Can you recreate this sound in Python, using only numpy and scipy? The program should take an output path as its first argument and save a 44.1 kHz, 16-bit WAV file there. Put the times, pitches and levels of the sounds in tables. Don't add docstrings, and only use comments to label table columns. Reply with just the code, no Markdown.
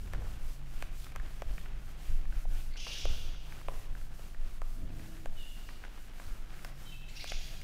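import sys
import numpy as np
from scipy import signal
from scipy.fft import rfft, irfft
from scipy.io import wavfile
from scipy.ndimage import uniform_filter1d

SR = 44100
rng = np.random.default_rng(int(sys.argv[2]) if len(sys.argv) > 2 else 0)


def digitize_waveform(pressure):
    field = np.atleast_2d(pressure).T
    bounded = np.clip(field, -1, 1)
    quanta = np.round(bounded * 32767).astype(np.int16)
    wavfile.write(sys.argv[1], SR, quanta)


N = 336483
TIME = np.arange(N) / SR
TOP_HZ = 15600

# (start [s], length [s], hiss at full speed before the wiping trim [dB],
# share of the stroke spent speeding up, rubbing pressure at full speed before the trim [dB])
STROKES = [(-.12, 0.32, -64.5, 0.24, -56.5), (0.17, 0.23, -64, 0.62, -57.5),
           (0.378, 0.23, -62.5, 0.54, -57), (0.65, 0.25, -63.5, 0.64, -58), (0.901, 0.23, -61.5, 0.52, -60),
           (1.198, 0.26, -65.5, 0.55, -58), (1.434, 0.26, -63.5, 0.51, -60),
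           (1.766, 0.18, -66, 0.79, -58.5), (1.956, 0.28, -63, 0.38, -59), (2.259, 0.2, -64, 0.77, -58),
           (2.46, 0.28, -61.5, 0.43, -60.5), (2.794, 0.3, -62.5, 0.46, -56),
           (3.078, 0.28, -61.5, 0.12, -57.5), (3.386, 0.3, -64, 0.6, -55.5),
           (3.648, 0.24, -62.5, 0.58, -56.5), (3.904, 0.19, -65, 0.66, -59.5),
           (4.104, 0.26, -64, 0.42, -60), (4.388, 0.21, -65.5, 0.77, -57.5), (4.61, 0.27, -65, 0.4, -62.5),
           (4.896, 0.43, -64, 0.37, -59), (5.293, 0.64, -63.5, 0.23, -60),
           (5.888, 0.23, -65.5, 0.61, -59.5), (6.113, 0.36, -63.5, 0.35, -57.5),
           (6.465, 0.27, -63.5, 0.72, -57), (6.737, 0.32, -63, 0.35, -58.5), (7.045, 0.34, -63, 0.58, -59),
           (7.33, 0.35, -62, 0.41, -58)]
# (frequency [Hz], relative density [dB])
FELT_SPECTRUM = [(1200, -20), (2800, 0), (4500, 2.5), (7000, 1.5), (10000, -0.5), (13000, -0.5),
                 (16000, -4)]
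# (frequency [Hz], relative density [dB])
RUB_SPECTRUM = [(150, 1), (300, 4.5), (480, -2.5), (700, 0.5), (1000, -4.5), (1500, -3), (2000, -5),
                (2800, -5.5), (4000, -12.5), (7000, -20.5), (12000, -34)]
# (time [s], sway level [dB], drumming level [dB])
PUSHES = [(0.0, -49, -41), (.13, -33.5, -37), (.40, -32, -46), (.69, -31, -55), (.88, -40.5, -56),
          (1.15, -34.5, -40), (1.44, -30.5, -43.5), (1.70, -37.5, -46.5), (2.08, -23.5, -46),
          (2.28, -28.5, -51), (2.451, -27, -47), (2.64, -35, -67), (3.028, -25.5, -41), (3.24, -33, -45.5),
          (3.669, -31, -51), (3.89, -32, -46), (4.35, -29, -52), (4.6, -30, -60), (4.80, -39, -44),
          (5.25, -30, -68), (6.249, -33.5, -47), (7.30, -32.5, -49)]
# (frequency [Hz], relative density [dB])
SWAY_SPECTRUM = [(8, -11.5), (16, 6), (23, 5.5), (32, -21), (43, -10), (55, -28), (70, -47), (120, -53)]
# (frequency [Hz], relative density [dB])
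DRUM_SPECTRUM = [(32, -10), (43, 9.5), (55, -6), (68, -11), (80, -6.5), (105, -14), (150, -19), (200, -24),
                 (270, -31.5), (400, -33), (800, -72)]
# (time [s], level before the hum trim [dB])
HUM_LEVEL = [(0.0, -68), (.2, -64), (.62, -51), (1.15, -56), (1.85, -52.5), (2.3, -56.5), (2.68, -60.5),
             (3.5, -55.5), (4.0, -54.5), (4.44, -65.5), (4.9, -52), (5.4, -62), (6.2, -69), (6.55, -57),
             (7.0, -53), (7.2, -59.5), (7.63, -58.5)]
# (frequency [Hz], relative density [dB])
ROOM_RUMBLE_SPECTRUM = [(60, -4), (130, -0.5), (190, 1.5), (260, -8), (340, -18.5), (600, -23.5)]
# (time [s], peak of the ring [dB], centre of the sound [Hz],
# tick re the ring's peak [dB], ring of the struck spot [Hz], snap re the ring's peak [dB])
TAPS = [(0.0754, -48, 1930, -22, 2400, -10), (0.1345, -31.5, 1070, -13.5, 1690, -4),
        (0.1479, -39, 1150, -23, 1410, -8), (0.22, -42, 1020, -19, 1600, -10),
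        (0.626, -54, 1300, -20, 1250, -12), (0.824, -28.5, 1210, -10, 2500, -10),
        (1.044, -44.5, 2300, 0.5, 3240, -20), (1.0662, -42.5, 1600, -18, 1400, -12),
        (1.12, -47.5, 1670, -2, 1710, -10), (1.153, -43, 1100, -20, 1080, -10),
        (1.1605, -34, 1330, -7, 1285, -2), (1.198, -38.5, 1390, -19, 1790, -7),
        (1.4203, -28, 890, -17.5, 1320, -8), (1.58, -35.5, 1770, -23, 1800, -3),
        (1.659, -44, 1490, -20, 1490, -1), (2.2534, -45.5, 1690, -12, 1750, -3),
        (2.3244, -41.5, 1550, -26, 1450, -10), (2.4537, -40.5, 770, -24, 695, -10),
        (2.7582, -42.5, 1550, -19, 1510, -14), (2.867, -36, 1270, -22, 1080, -5),
        (3.0539, -26, 800, -22, 580, -4.5), (3.134, -43, 1100, -20, 1400, -10),
        (3.3457, -46, 1500, -19, 1500, -12), (3.523, -39.5, 1730, -26, 1550, -4),
        (3.6138, -44, 1290, -11, 1220, -10), (3.6841, -26, 734, -23, 1064, -6.5),
        (3.9508, -41.5, 1480, -26, 1530, -19), (4.014, -45, 1404, -16, 1380, -8),
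        (4.1938, -44, 810, -17, 845, -9), (4.346, -44, 1700, -18, 1810, -8),
        (4.6175, -33, 850, -17, 1250, -8), (4.995, -47, 1430, -11, 1800, -8),
        (5.258, -31.5, 850, -15, 1590, -5.5), (5.6891, -37.5, 1750, -22, 1960, -18),
        (5.8382, -37.5, 1310, -27, 1480, -4), (5.8496, -41, 1400, -24, 1500, -14),
        (5.879, -47, 850, -24, 810, -12), (5.976, -48, 990, -24, 1090, -12),
        (6.1982, -37, 1200, -26, 1470, -21), (6.5425, -47, 1600, -18, 1500, -10),
        (6.592, -44.5, 2190, -16, 2320, -10), (6.6473, -35.5, 1270, -3.5, 2080, -5),
        (7.2422, -33.5, 1080, -10, 1630, -9), (7.319, -32, 800, -11, 1520, 2),
        (7.615, -44, 2430, -6, 2330, -8)]
# (frequency [Hz], level [dB], decay by 60 dB [s])
BOARD_MODES = [(310, 10, 0.01), (570, -1, 0.013), (670, 23, 0.0089), (1135, 11, 0.011), (1552, 7, 0.019),
               (2298, 10, 0.01), (2480, 6.5, 0.0077), (3200, 11, 0.0056)]
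# (frequency [Hz], relative density [dB])
TICK_SPECTRUM = [(500, -9), (3000, 4), (8000, 6), (12000, -1.5), (16000, -3)]
# (frequency [Hz], relative level [dB])
SNAP_SPECTRUM = [(450, -7), (800, -1.5), (1400, -4), (2300, 2), (3000, 2.5), (3800, -11), (9000, -26)]
# (frequency [Hz], decay by 60 dB [s])
ROOM_T60 = [(200, 1.1), (1000, 1.28), (3000, 1.68), (4600, 1.63), (6000, 1.29), (9000, 0.54), (15000, 0.27)]
# (start [s], level [dB], decay by 60 dB [s])
DULL_TAILS = [(0.143, -54.5, 1), (2.87, -51.5, 0.24), (3.056, -72, 0.98), (3.689, -54, 0.52),
              (6.648, -63, 0.49)]
# (frequency [Hz], relative density [dB])
DULL_TAIL_SPECTRUM = [(330, -5), (480, 1.5), (680, -3), (1100, -10), (2000, -22), (4000, -23)]
# (middle [s], length [s], level before the fade [dB], resonance at 0.8 of full speed [Hz])
FULLER_STRETCHES = [(0.31, 0.17, -70, 3000), (0.27, 0.22, -66, 1200), (0.849, 0.41, -65, 2500),
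                    (1.048, 0.21, -63, 3080), (1.19, 0.16, -68, 2500), (1.613, 0.16, -62.5, 2860),
                    (2.093, 0.26, -62.5, 2550), (2.376, 0.16, -63.5, 2120), (2.594, 0.19, -61, 2680),
                    (5.063, 0.25, -74, 2600), (5.721, 0.47, -66.5, 4400), (6.25, 0.33, -71, 4600),
                    (6.328, 0.46, -64, 1400), (6.555, 0.17, -61.5, 1660)]
# (time [s], level [dB], panel mode [Hz], decay by 60 dB [s])
THUMPS = [(1.149, -45, 91.5, .3), (2.082, -32, 76.5, .22), (3.049, -34, 59.4, 0.56)]
# (start [s], length [s], level before the fade and room mix [dB], start pitch [Hz],
# end pitch [Hz], squeal re the level [dB], upper edge of the scrape [Hz], its lifted band [Hz])
RASPS = [(2.707, 0.044, -57, 2046, 2194, -2, 4800, 4270), (2.761, 0.057, -46, 2750, 3410, -7, 7000, 5640),
         (2.802, 0.063, -44, 2550, 2930, -8, 6600, 6400),
         (2.862, 0.0426, -44.5, 2740, 3110, -4.5, 6360, 4600),
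         (2.907, 0.042, -43, 2856, 3480, -5.5, 6150, 3650),
         (2.966, 0.063, -43.5, 3106, 3390, -7, 6140, 6050), (7.083, 0.03, -54, 1870, 2480, -4, 8100, 7400),
         (7.153, 0.036, -46.5, 2536, 2897, -8, 6400, 5500),
         (7.19, 0.041, -44.5, 2002, 2610, -3.5, 5350, 4200), (7.23, 0.026, -58, 2600, 2800, -5, 6300, 4300),
         (7.267, 0.043, -40.5, 3210, 3520, -11, 6900, 6270)]
# (frequency [Hz], relative density [dB])
RASP_SPECTRUM = [(1000, -23), (1900, -12), (2500, 3.5), (3100, -4), (3800, 0.5), (4700, 0.5), (5500, 1.5),
                 (6400, -4.5), (7200, -4), (10000, 0.5), (15000, -15)]
# (frequency [Hz], width [Hz], lift [dB])
RASP_RINGS = [(2870, 120, 5.5), (3175, 110, 5), (3450, 81, 6), (4130, 60, -3), (4760, 25, 6), (5100, 40, 3),
              (6260, 60, 0)]
# (frequency [Hz], relative density [dB])
SWELL_SPECTRUM = [(50, -13), (90, 8), (140, -2), (210, -0.5), (300, -5), (420, -16), (700, -14),
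                  (1500, -63)]
# (start [s], length [s], start pitch [Hz], end pitch [Hz],
# direct level [dB], upper partial re the lower one [dB])
SQUEAKS = [(5.35, 0.12, 3105, 2646, -58.5, -10), (6.848, 0.074, 3170, 2970, -59, -8),
           (6.906, 0.063, 2774, 2506, -59, -19)]


def undb(db):
    return 10 ** (np.asarray(db) / 20)


def unit(x):
    return x / np.sqrt(np.mean(x ** 2))


def decay(age, t60):
    return np.exp(-np.log(1000) * age / t60)


def lookup(hz, points):
    f, value = np.transpose(points)
    return np.interp(np.log(hz + 1), np.log(f), value)


def bins(n):
    return np.arange(n // 2 + 1) * SR / n


def colour(x, points):
    hz = bins(len(x))
    ends = np.minimum(hz / points[0][0], 1) ** 2 / np.maximum(hz / points[-1][0], 1) ** 2
    return unit(irfft(rfft(x) * undb(lookup(hz, points)) * ends, len(x)))


def resonate(x, rings):
    hz = bins(len(x))
    gain = 1 + sum((undb(db) - 1) / (1 + 2j * (hz - f) / width) for f, width, db in rings)
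    return irfft(rfft(x) * gain, len(x))


def sweep(x, hz, width_hz):
    turn = np.exp(2j * np.pi * np.cumsum(hz) / SR)
    pole = np.exp(-np.pi * width_hz / SR)
    lowpassed = signal.lfilter([1], np.poly([pole, pole]), x / turn)
    return unit(np.real(turn * lowpassed))


def walk(rate):
    k = int(SR / rate)
    steps = np.repeat(rng.standard_normal(N // k + 1), k)
    return unit(uniform_filter1d(steps, k))[:N]


def add(out, start, sound):
    i = max(int(start * SR), 0)
    out[i:i + len(sound)] += sound[:N - i]


def catches(per_s, spread_db):
    size = undb(spread_db * np.minimum(rng.exponential(size=N), 5))
    return unit((rng.random(N) < per_s / SR) * size * rng.standard_normal(N))


def stroke_speed(start, length, rise):
    peak = start + length * np.clip(rise, .1, .9)
    turn = np.interp(TIME, [start, peak, start + length], [0, 1, 0])
    return np.sin(np.pi / 2 * turn)


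def wiping(hiss_db=2, rub_db=-0.5, grain_db=-1.0, scratch_db=-12.0, flutter_db=1.69,
           shell_db=-9, shell_hz=1350, shell_width_hz=550,
           shell_rise_octaves=0.32, shell_drift_octaves=0.23):
    turn_hiss, turn_force = undb(-71.5), undb(-59.5)
    pace, hiss_gain, force = 0, turn_hiss, turn_force
    for start, length, db, rise, pressure_db in STROKES:
        arc = stroke_speed(start, length, rise)
        pace = pace + arc
        hiss_gain = hiss_gain + arc * (undb(db) - turn_hiss)
        force = force + arc * (undb(pressure_db) - turn_force)
    slips_per_s = 9000 + 14000 * unit(hiss_gain)
    hiss = colour(catches(slips_per_s, spread_db=-0.5), FELT_SPECTRUM) * hiss_gain
    scratches = undb(scratch_db) * catches(90, spread_db=0.5)
    rub = colour(catches(6000, spread_db=grain_db) + scratches, RUB_SPECTRUM)
    octaves = shell_rise_octaves * (pace - .5) + shell_drift_octaves * walk(5)
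    shell = sweep(catches(900, spread_db=0), shell_hz * 2 ** octaves, shell_width_hz)
    shell = undb(shell_db) * pace * shell
    rub_gain = undb(rub_db + flutter_db * walk(25))
    return undb(hiss_db) * hiss + rub_gain * (rub + shell) * force


def push_envelope(start, attack_s=0.0184, hold_s=0.047, t60_s=1):
    age = TIME - start
    build = np.clip(age / attack_s, 0, 1)
    return build * decay(np.maximum(age - attack_s - hold_s, 0), t60_s)


def rumble(sway_db=-42, drum_db=-49, drum_fall_db_per_s=.5):
    sway = undb(sway_db) ** 2
    drum = undb(drum_db - drum_fall_db_per_s * TIME) ** 2
    for start, push_sway_db, push_drum_db in PUSHES:
        surge = push_envelope(start)
        sway = sway + (undb(push_sway_db) * surge) ** 2
        drum = drum + (undb(push_drum_db) * surge) ** 2
    out = 0
    for spectrum, power in (SWAY_SPECTRUM, sway), (DRUM_SPECTRUM, drum):
        motion = colour(rng.standard_normal(N), spectrum)
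        steady = unit(motion / np.sqrt(uniform_filter1d(motion ** 2, SR // 8)))
        out = out + np.sqrt(power) * steady
    return out


def hum(centre_hz=137, trim_db=-4):
    phase = 2 * np.pi * np.cumsum(centre_hz + 6 * walk(18)) / SR
    tone = unit(np.sin(phase) * undb(1.34 * walk(5.6)))
    return undb(trim_db + np.interp(TIME, *np.transpose(HUM_LEVEL))) * tone


def room_rumble(level_db=-64):
    return undb(level_db) * colour(rng.standard_normal(N), ROOM_RUMBLE_SPECTRUM)


def bending_pulse(n, travel_s=0.00074, echo_s=0.0052, echo_db=-11):
    hz = np.arange(1, n // 2 + 2) * SR / n
    paths = np.append(travel_s, travel_s + echo_s * rng.random(3))[:, None]
    sizes = np.append(1, undb(echo_db) * rng.standard_normal(3))[:, None]
    waves = np.sum(sizes * np.exp(-4j * np.pi * paths * np.sqrt(1000 * hz)), axis=0)
    low_cut = np.minimum(hz / SNAP_SPECTRUM[0][0], 1) ** 2
    pulse = irfft(waves * undb(lookup(hz, SNAP_SPECTRUM)) * low_cut, n)
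    return pulse / np.abs(pulse).max()


def taps(octaves=0.76, lag_s=0.00071, tick_s=0.0013, spot_db=11, spot_t60_s=0.017):
    out, t = np.zeros(N), TIME[:SR // 25]
    for start, db, centre_hz, tick_db, spot_hz, snap_db in TAPS:
        modes = BOARD_MODES + [(spot_hz, spot_db, spot_t60_s)]
        hz, mode_db, t60 = np.transpose(modes)[:, :, None]
        f = hz * (1 + .03 * rng.standard_normal(hz.shape))
        mode_db = mode_db + 2.0 * rng.standard_normal(hz.shape)
        travel = lag_s * np.sqrt(hz[1] / f)
        age = np.maximum(t - travel + travel.min(), 0)
        weight = undb(mode_db) * np.exp(-.5 * (np.log2(f / centre_hz) / octaves) ** 2)
        swing = np.minimum(age * f, 1) * decay(age, t60)
        ring = np.sum(weight * swing * np.sin(2 * np.pi * f * age), axis=0)
        ring = ring / np.abs(ring).max()
        tick = colour(rng.standard_normal(len(t)), TICK_SPECTRUM) * np.exp(-t / tick_s)
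        snap = bending_pulse(len(t))
        add(out, start, undb(db) * (ring + undb(snap_db) * snap + undb(tick_db) * tick))
    return out


def room(x):
    t = TIME[:2 * SR]
    hz = np.arange(SR + 1) / 2
    noise, tail = rfft(rng.standard_normal(len(t))), 0
    edges = np.geomspace(60, 16000, 15)
    for lo, hi in zip(edges, edges[1:]):
        band = irfft(noise * ((hz >= lo) & (hz < hi)))
        tail = tail + band * decay(t, lookup(np.sqrt(lo * hi), ROOM_T60))
    tail = tail * np.clip((t - .004) / 0.00029, 0, 1)
    return signal.fftconvolve(x, tail / np.sqrt(np.sum(tail ** 2)))[:N]


def dull_tails():
    fade = 0
    for start, db, t60 in DULL_TAILS:
        fade = fade + (TIME > start) * undb(db - 60 * np.abs(TIME - start) / t60)
    return fade * colour(catches(900, spread_db=1.0), DULL_TAIL_SPECTRUM)


def fuller_wiping(width_share=0.54, glide_octaves=0.16):
    out = np.zeros(N)
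    for middle, length, db, hz in FULLER_STRETCHES:
        n = int(length * SR)
        speed = np.hanning(n)
        centre = hz * 2 ** (glide_octaves * (speed - .8))
        grains = sweep(catches(1500, spread_db=0.5)[:n], centre, width_share * hz)
        add(out, middle - length / 2, undb(db) * grains * speed)
    return out


def thumps():
    out, t = np.zeros(N), TIME[:SR]
    for start, db, hz, t60 in THUMPS:
        swing = np.minimum(t * hz, 1) * decay(t, t60)
        add(out, start, undb(db) * swing * np.sin(2 * np.pi * hz * t))
    return out


def rasps(octave_db=-3, scrape_db=-3.0, echo_db=-3, above_edge_db=-13, bright_db=6, bright_width_hz=800):
    out = np.zeros(N)
    for start, length, db, from_hz, to_hz, squeal_db, edge_hz, bright_hz in RASPS:
        n = int(length * SR)
        rough = 1 + .065 * walk(1500)[:n]
        phase = 2 * np.pi * np.cumsum(np.linspace(from_hz, to_hz, n) * rough) / SR
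        squeal = unit(np.sin(phase) + undb(octave_db) * np.sin(2 * phase))
        uneven_noise = rng.standard_normal(SR // 4) * undb(4.6 * walk(173)[:SR // 4])
        scrape = colour(uneven_noise, RASP_SPECTRUM)
        shelf = [(100, 0), (edge_hz, 0), (1.08 * edge_hz, above_edge_db), (TOP_HZ, above_edge_db)]
        scrape = resonate(colour(scrape, shelf), [(bright_hz, bright_width_hz, bright_db)])
        scrape = unit(scrape[:n])
        burst = undb(squeal_db) * squeal + undb(scrape_db) * scrape
        add(out, start, undb(db) * burst * signal.windows.tukey(n, .45))
    out = resonate(out, RASP_RINGS)
    return out / np.sqrt(2) + undb(echo_db) * room(out)


def swell(level_db=-48, start_s=4.71, attack_s=0.14, t60_s=2.15,
          ring_hz=318, ring_db=-61, ring_start_s=4.88, ring_s=0.445):
    age = TIME - start_s
    envelope = np.clip(age / attack_s, 0, 1) * decay(np.maximum(age - attack_s, 0), t60_s)
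    out = undb(level_db) * envelope * colour(rng.standard_normal(N), SWELL_SPECTRUM)
    n = int(ring_s * SR)
    ring = unit(np.sin(2 * np.pi * np.cumsum(ring_hz + 5 * walk(37)[:n]) / SR))
    add(out, ring_start_s, undb(ring_db) * ring * signal.windows.tukey(n, .5))
    return out


def squeaks(upper_ratio=1.235, echo_db=-1, air_db=-10, air_width_hz=700, waver_share=0.011):
    out = np.zeros(N)
    for start, length, from_hz, to_hz, db, upper_db in SQUEAKS:
        n = int(length * SR)
        hz = np.linspace(from_hz, to_hz, n) * (1 + waver_share * walk(400)[:n])
        phase = 2 * np.pi * np.cumsum(hz) / SR
        tone = unit(np.sin(phase) + undb(upper_db) * np.sin(upper_ratio * phase))
        air = undb(air_db) * sweep(rng.standard_normal(n), upper_ratio * hz, air_width_hz)
        add(out, start, undb(db) * unit((tone + air) * signal.windows.tukey(n, .7)))
    return out + undb(echo_db) * room(out)


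def scene(tap_room_db=-12):
    knocks = taps()
    board = wiping() + rumble() + knocks + undb(tap_room_db) * room(knocks)
    board = board + dull_tails() + fuller_wiping() + thumps()
    background = hum() + room_rumble() + swell()
    return (board + background + rasps() + squeaks())[None]


def record(dry):
    return signal.sosfilt(signal.ellip(10, .2, 70, TOP_HZ, fs=SR, output="sos"), dry)


dry = scene()
out = record(dry)
digitize_waveform(out)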